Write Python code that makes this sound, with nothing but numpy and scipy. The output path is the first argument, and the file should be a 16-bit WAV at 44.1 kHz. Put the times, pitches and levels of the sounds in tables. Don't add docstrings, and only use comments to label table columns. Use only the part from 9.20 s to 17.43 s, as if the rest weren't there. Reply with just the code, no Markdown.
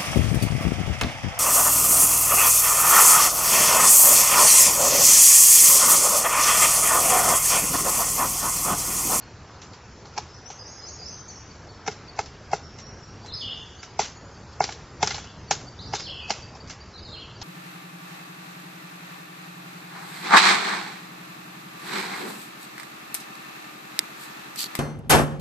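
import sys
import numpy as np
from scipy import signal
from scipy.fft import rfft, irfft, next_fast_len
from scipy.io import wavfile
from scipy.ndimage import uniform_filter1d

SR = 44100
rng = np.random.default_rng(int(sys.argv[2]) if len(sys.argv) > 2 else 0)


def store_pcm(level_fs):
    pcm = np.round(np.clip(level_fs, -1, 1) * 32767).astype(np.int16)
    wavfile.write(sys.argv[1], SR, np.atleast_2d(pcm).T)


def voltage_ratio(level):
    return 10 ** (np.asarray(level, float) / 20)


N = 362943


def read(points, hz):
    f, value = np.transpose(points)
    return np.interp(np.log(hz + 1), np.log(f + 1), value)


def evened(x):
    return x / np.sqrt(np.mean(x ** 2) + 1e-20)


def coloured(x, points):
    size = next_fast_len(x.shape[-1])
    gain = voltage_ratio(read(points, np.fft.rfftfreq(size, 1 / SR)))
    return irfft(rfft(x, size) * gain, size)[..., :x.shape[-1]]


def add(mix, s, sound):
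    part = mix[round(s * SR):][:len(sound)]
    part += sound[:len(part)]


def trees(x, t60, start):
    taps = np.zeros(SR)
    slots = np.arange(0, SR - 20, 20)
    taps[slots + rng.integers(0, 20, len(slots))] = rng.choice([-1., 1.], len(slots))
    t = np.arange(SR) / SR
    taps *= voltage_ratio(-60 * t / t60) * (1 - np.exp(-t / start))
    return signal.fftconvolve(x, taps / np.linalg.norm(taps))[:N]


# f/Hz, level/dB [dB per Hz]
HUM_SPECTRUM = [(18, -34.5), (30, -37.5), (69, 8.5), (103, 1.5), (274, -9.5), (436, -8.5), (576, -12.5),
                (876, -12.5), (1330, -14.5), (3540, -26.5), (5500, -22.5), (6480, -27.5), (7800, -31.5),
                (10100, -49), (17200, -120)]
# t/s, level/dB
HUM_SWELL = [(0.0, -49), (0.39, -50.5), (1.99, -49.5), (3.51, -47), (5.02, -49), (5.32, -47), (6.69, -44.5),
             (7.75, -50.5), (8.23, -47)]
HUM_DB = -44


def hum():
    frames, hz = N // 256 + 5, np.fft.rfftfreq(1024, 1 / SR)
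    real, imaginary, patches = rng.standard_normal((frames, 513, 3)).T
    patches = evened(uniform_filter1d(uniform_filter1d(patches, 14, 0), 16, 1))
    s, swell_db = np.transpose(HUM_SWELL)
    swell_db = np.interp(np.arange(frames) * 256 / SR, s, swell_db - np.mean(swell_db))
    bass_share = 1 / (1 + (hz / 250) ** 2)[:, None] + 0.1
    level_db = read(HUM_SPECTRUM, hz)[:, None] + 1.49 * patches + bass_share * swell_db
    z = (real + 1j * imaginary) * voltage_ratio(level_db)
    return voltage_ratio(HUM_DB) * evened(signal.istft(z, nperseg=1024, noverlap=768)[1][:N])


def whistle(rows, waver):
    s, hz, level_db = np.transpose(rows)
    t = np.arange(s[0], s[-1], 1 / SR)
    shake = evened(uniform_filter1d(rng.standard_normal(len(t)), 150))
    flutter = evened(uniform_filter1d(rng.standard_normal(len(t)), 400))
    turns = np.cumsum(np.interp(t, s, hz) * (1 + waver * shake)) / SR
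    edges = np.minimum(np.minimum(t - s[0], s[-1] - t) / 0.0049, 1)
    return voltage_ratio(np.interp(t, s, level_db) + 2.5 * flutter) * edges * np.sin(2 * np.pi * turns)


def bird(notes, waver, wet_db, t60):
    out = np.zeros(N)
    for rows in notes:
        add(out, rows[0][0], whistle(rows, waver))
    return out + voltage_ratio(wet_db) * trees(out, t60, 0.0019)


# t/s, level/dB, top pitch f/Hz
CHIPS = [(0.026, -39.5, 4420), (2.0911, -38.5, 4550), (2.306, -41.5, 4620), (2.4937, -40.5, 4490),
         (2.8828, -37.5, 4600), (4.0277, -44.5, 4710), (4.594, -37.5, 4670), (4.9625, -43.5, 4520),
         (5.16, -45, 4600), (5.328, -48, 4460), (6.0945, -44, 4630), (6.278, -38.5, 4540),
         (6.473, -34.5, 4675), (6.66, -36, 4650), (7.023, -33.5, 4670), (7.226, -34, 4720),
         (7.4067, -35, 4660), (7.6065, -35.5, 4690), (7.783, -37, 4650), (7.9697, -41, 4700),
         (8.1554, -37, 4690)]


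def chips():
    low, end = .96, .985
    first = [[(s - .008, low * hz, db - 16.0), (s + .008, hz, db - 9.5), (s + 0.02, end * hz, db - 6.5)]
             for s, db, hz in CHIPS]
    second = [[(s + .045, end * hz, db - 24), (s + .08, end * hz, db - 24)] for s, db, hz in CHIPS]
    return first + second


# f/Hz, level/dB
SPLINTER = [(1000, -6), (2500, -4), (4000, -4), (5700, -1), (7000, -6), (8000, -7.5)]


def crack(db, hz, t60, sharp):
    t = np.arange(round(.25 * SR)) / SR
    noise, grain = rng.standard_normal(len(t)), rng.exponential(1, len(t))
    tick = np.exp(-((t - .0012) / 0.00053) ** 2) * np.sin(2 * np.pi * hz * t)
    bright = coloured(noise, [(1.0 * hz, -30), (0.44 * hz, 0), (1.04 * hz, 0), (1.56 * hz, -30)])
    clumps = uniform_filter1d(grain ** 3.3, 60) ** .5
    fibres = evened((coloured(noise, SPLINTER) + 0.4 * bright) * clumps) * (1 - np.exp(-t / 0.00091))
    fibres *= voltage_ratio(-60 * t / t60) + 0.16 * voltage_ratio(-60 * t / 0.46)
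    return voltage_ratio(db) * (1.01 * sharp * tick + 0.44 * fibres)


# t/s, level/dB, brightest
# f/Hz, t60/s
SPLITS = [(0.4179, -32.5, 5670, 0.18), (0.94, -43, 5560, .05), (0.9786, -19.5, 5270, 0.062),
          (2.6775, -18, 5400, 0.041), (2.7151, -31, 5430, 0.096), (2.966, -38, 5650, 0.083),
          (2.9899, -21, 4600, 0.1), (3.0594, -35, 5300, 0.12), (3.316, -30.5, 5150, .095),
          (3.3303, -23.5, 5380, 0.14), (4.061, -37.5, 3960, 0.13), (4.7924, -16.5, 5730, 0.26),
          (5.328, -40.5, 4500, .06), (5.4037, -25.5, 5760, .06), (5.4163, -22.5, 4800, 0.13),
          (5.523, -27, 4000, .08), (5.8288, -9, 5700, 0.054), (6.3096, -10, 6170, 0.089),
          (6.7343, -20.5, 4910, 0.094), (7.0975, -25, 5100, 0.1), (7.1058, -11, 4900, 0.045),
          (7.4754, -36.5, 4660, .1), (7.5088, -28, 5260, .1)]


def splits(out):
    for s, db, hz, t60 in SPLITS:
        add(out, s - .001, crack(db, hz, t60, sharp=0.74))


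def ring(t, hz, t60, rise):
    return voltage_ratio(-60 * t / t60) * (1 - np.exp(-t / rise)) * np.sin(2 * np.pi * hz * t)


# f/Hz, level/dB, t60/s
BODY = [(1373, -2, 0.04), (1678, -1, 0.024), (2184, 0.5, 0.029), (2607, 1, 0.017)]
# f/Hz, level/dB, t60/s
DEEP = [
    (425.3, 1, 0.068),
    (157, -3, 0.059),
]


def knock(db, hz, deep_db, body_db, contact_s):
    t = np.arange(round(.2 * SR)) / SR
    spread = rng.uniform(-1, 1, len(BODY))
    swing = (1 - np.exp(-t / 0.0013)) * np.exp(-(t / contact_s) ** 2.7) * np.sin(2 * np.pi * hz * t)
    wall = swing + 0.14 * ring(t, hz * 1.02, 0.038, 0.0011) + 0.23 * ring(t, hz * 1.18, 0.04, 0.0016)
    deep = sum(voltage_ratio(level_db) * ring(t, f, t60, 0.0053) for f, level_db, t60 in DEEP)
    body = sum(voltage_ratio(level_db) * ring(t, f * (1 + 0.052 * u), t60, 0.0017)
               for (f, level_db, t60), u in zip(BODY, spread))
    return voltage_ratio(db + 1.5) * wall + voltage_ratio(deep_db + 5) * deep + voltage_ratio(body_db - 0.5) * body


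# t/s, knock level/dB, wood body level/dB, crack level/dB, brightest f/Hz
TAPS = [(0.535, -48, -45, -37, 4320), (0.856, -42.5, -49, -38.5, 4230), (0.967, -38, -50, -39, 6030),
        (1.303, -31, -42, -32, 5670), (1.815, -39.5, -44, -57, 4960), (2.666, -32, -32, -30.5, 5430),
        (3.588, -47, -43, -33, 5460), (4.047, -36, -49, -45, 5000), (4.631, -45, -30, -31, 5600),
        (4.846, -38, -45, -29, 5270), (5.442, -28, -38.5, -11.5, 5300), (5.491, -25, -28, -30.5, 3950),
        (5.875, -27.5, -40, -9, 5500), (5.909, -30, -21, -21, 4020), (5.946, -31.5, -44, -19.5, 3930),
        (5.982, -31, -32, -31, 5820), (6.043, -42, -41, -36, 4900), (6.751, -47, -38, -19, 6230),
        (6.798, -43, -38, -24.5, 4900), (7.354, -39, -49, -39, 5430), (7.499, -41, -34.5, -28, 5630),
        (7.794, -48, -44, -55, 5000), (8.217, -34, -47, -26.5, 4170)]
# crack level/dB, t60/s
TAP_TEAR = [
    (-35, 0.13),
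    (-18, 0.1),
    (-15, 0.034),
]


def taps(out):
    for s, db, body_db, crack_db, hz in TAPS:
        deep_db = -33.5 + .4 * db
        tear_s = np.interp(crack_db, *np.transpose(TAP_TEAR))
        add(out, s - .001, knock(db, 810, deep_db, body_db, contact_s=0.0052))
        add(out, s - .002, crack(crack_db, hz, tear_s, sharp=.78))


# t/s, knock level/dB, wall pitch f/Hz, deep ring level/dB, wood body level/dB
BLOWS = [(0.977, -24.5, 890, -44, -26), (0.984, -17.5, 824, -39, -37), (2.677, -30, 815, -28.5, -23.5),
         (2.681, -17, 813, -23, -23), (2.991, -13, 821, -28.5, -19.5), (3.333, -9.5, 775, -25, -19),
         (4.794, -8.5, 810, -25, -23), (5.406, -6.5, 779, -24.5, -18.5), (5.83, -8.5, 830, -22.5, -17),
         (6.311, -11.5, 786, -27.5, -18.5), (6.737, -15.5, 810, -30, -25.5),
         (7.104, -15.5, 810, -33.5, -22.5)]


def blows(out):
    for s, db, hz, deep_db, body_db in BLOWS:
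        add(out, s - .001, knock(db, hz, deep_db, body_db, contact_s=0.0048))


def woodpecker():
    out = np.zeros(N)
    splits(out)
    taps(out)
    blows(out)
    return out + voltage_ratio(-20.5) * trees(out, 0.34, 0.0012)


def glides(notes, fade_db):
    return [[(s, first, db), (s + length, last, db + fade_db)] for s, length, first, last, db in notes]


# flick t/s, low f/Hz, top f/Hz, level/dB, low note level/dB
FLICKS = [(1.25, 5280, 6400, -42.5, -64), (1.452, 5100, 6580, -41, -45.5),
          (1.652, 5110, 6560, -38.5, -44.5), (1.85, 4940, 6200, -38.5, -41), (1.525, 4400, 5700, -52, -66),
          (1.68, 4260, 5480, -46.5, -54.5), (1.87, 4290, 5800, -51, -59)]
# start t/s, length t/s, from f/Hz, to f/Hz, level/dB
NOTES = [(1.08, .11, 5170, 5200, -52), (1.14, 0.037, 5800, 5880, -50), (1.92, 0.038, 6200, 6150, -45),
         (1.985, 0.022, 6200, 6150, -47), (2.04, .035, 6200, 6200, -55), (2.08, 0.051, 6630, 5260, -40),
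         (2.155, 0.021, 5490, 5710, -44), (3.43, .05, 5570, 5530, -45), (3.61, 0.094, 5540, 5730, -46),
         (3.75, .04, 5750, 5700, -61), (3.83, 0.027, 5590, 5590, -45.5), (3.88, 0.046, 5500, 5580, -61),
         (4.15, 0.068, 6080, 6800, -52.5), (4.37, .04, 6270, 6840, -54), (4.55, 0.079, 6200, 6980, -54),
         (4.95, .03, 6620, 6920, -50), (5.12, .03, 6230, 6540, -53), (5.175, .025, 6450, 5900, -59)]
LOW_HOLD_S, FLICK_S, TOP_HOLD_S = .065, 0.041, .05
LOW_SAG, LOW_FADE_DB, FLICK_FADE_DB, TOP_DB = 0.96, -3, -7.5, -6


def warbler():
    flicks = [[(s - LOW_HOLD_S, low, low_db),
               (s - 0.33 * LOW_HOLD_S, LOW_SAG * low, low_db + LOW_FADE_DB),
               (s, low, low_db + LOW_FADE_DB),
               (s + .25 * FLICK_S, low + .3 * (top - low), db),
               (s + FLICK_S, 0.99 * top, db + FLICK_FADE_DB),
               (s + FLICK_S + TOP_HOLD_S, top, db + TOP_DB)]
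              for s, low, top, db, low_db in FLICKS]
    return flicks + glides(NOTES, fade_db=-9.5)


def zigzag(turns):
    return np.arcsin(0.95 * np.cos(2 * np.pi * turns)) / np.arcsin(0.95)


# start t/s, length t/s, middle f/Hz, swing f/Hz, level/dB
SLURS = [(4.078, 0.0505, 3860, 300, -38.5), (4.132, .065, 4850, 496, -33.5), (6.735, .045, 3860, 247, -40),
         (6.787, .09, 4796, 650, -38), (7.736, 0.063, 3950, 300, -47)]
# start t/s, length t/s, middle f/Hz, swings per second f/Hz, level/dB
TRILLS = [(4.208, 0.13, 3280, 18.5, -35), (5.896, 0.21, 3300, 10, -52.5), (6.862, .16, 3180, 23, -39),
          (7.928, .13, 3230, 12, -45)]
# start t/s, length t/s, from f/Hz, to f/Hz, level/dB
RISES = [(4.118, .017, 3770, 4580, -36.5), (6.588, .045, 3490, 5250, -42),
         (6.665, 0.045, 5270, 6100, -52.5), (7.02, 0.044, 2606, 2530, -42), (7.822, .022, 4930, 5000, -48),
         (7.844, .024, 4970, 3770, -43), (7.868, 0.029, 3820, 3750, -46), (7.92, .04, 4140, 4250, -43.5)]
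TRILL_SWING_HZ, TRILL_SAG_HZ_PER_S = 389, 1900


def singer():
    u = np.linspace(0, 1, 41)
    notes = []
    for s, length, hz, swing, db in SLURS:
        notes.append(np.transpose([s + length * u, hz + swing * zigzag(u - 1 / 4), db - 7.5 * u]))
    for s, length, hz, rate, db in TRILLS:
        t = length * u
        pitch = hz - TRILL_SAG_HZ_PER_S * t + TRILL_SWING_HZ * zigzag(rate * t)
        notes.append(np.transpose([s + t, pitch, db - 3.5 * u]))
    return notes + glides(RISES, fade_db=0)


def scene():
    birds = bird(chips(), waver=.006, wet_db=-4.5, t60=0.55)
    birds += bird(warbler(), waver=.016, wet_db=2.5, t60=0.78)
    birds += bird(singer(), waver=.022, wet_db=2.25, t60=0.72)
    mid = hum() + woodpecker() + birds
    return np.array([mid, mid])


CLEAN_ATTACKS = [4.793, 5.404, 6.310]
WIDTH_DB, WIDE_FROM_HZ, WIDE_SHARE = -8, 4150, .55


def thin_and_blur(x):
    frame = dict(fs=SR, nperseg=2048, noverlap=1536)
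    hz, _, z = signal.stft(x, **frame)
    band = np.arange(len(hz)) // 8
    power = np.add.reduceat(abs(z) ** 2, np.arange(0, len(hz), 8)) / 8
    level_db = 10 * np.log10(power + 1e-20)
    steps = np.arange(len(level_db))
    apart = steps[:, None] - steps[None]
    slope_db = np.where(apart > 0, 0.88 * apart, -2.5 * apart)
    mask_db = (level_db[None] - slope_db[..., None]).max(1) - 16.5
    luck_db = 4.7 * evened(uniform_filter1d(rng.standard_normal(level_db.shape), 4, 1))
    kept = 1 / (1 + np.exp(np.clip(2 * (mask_db + luck_db - level_db), -30, 30)))
    kept = np.where(hz[:, None] > 2200, kept[band], 1)

    a, b, c, d = rng.standard_normal(z.shape[::-1] + (4,)).T
    blur = signal.istft(voltage_ratio(level_db[band] - 8.5) * (a + 1j * b), **frame)[1][:N]
    before_s = np.subtract.outer(CLEAN_ATTACKS, np.arange(N) / SR)
    blur = blur * ~((before_s > 0) & (before_s < .05)).any(0)
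    mid = kept * (z + signal.stft(blur, **frame)[2])

    drift = uniform_filter1d(uniform_filter1d(c + 1j * d, 6, 0), 5, 1)
    drift = evened(drift.view(float)).view(complex)
    patches = uniform_filter1d(rng.random((len(hz) // 24 + 1, z.shape[1] // 4 + 1)), 2, 0)
    wide = (patches < np.quantile(patches, WIDE_SHARE)).repeat(24, 0).repeat(4, 1)
    wide = wide[:len(hz), :z.shape[1]] * (hz > WIDE_FROM_HZ)[:, None]
    side = mid * drift * voltage_ratio(WIDTH_DB) * wide
    return signal.istft(np.array([mid + side, mid - side]), **frame)[1][:, :N]


def low_pass(x):
    return signal.sosfilt(signal.butter(12, 8590, fs=SR, output="sos"), x)


def record(dry):
    thin = signal.sosfilt(signal.butter(3, 48, "high", fs=SR, output="sos"), dry[0])
    edge = signal.firwin(401, 7604, window=("kaiser", 7), fs=SR)
    mix = signal.oaconvolve(thin_and_blur(thin), edge[None], "same")
    return low_pass(mix)


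dry = scene()
out = record(dry)
store_pcm(out)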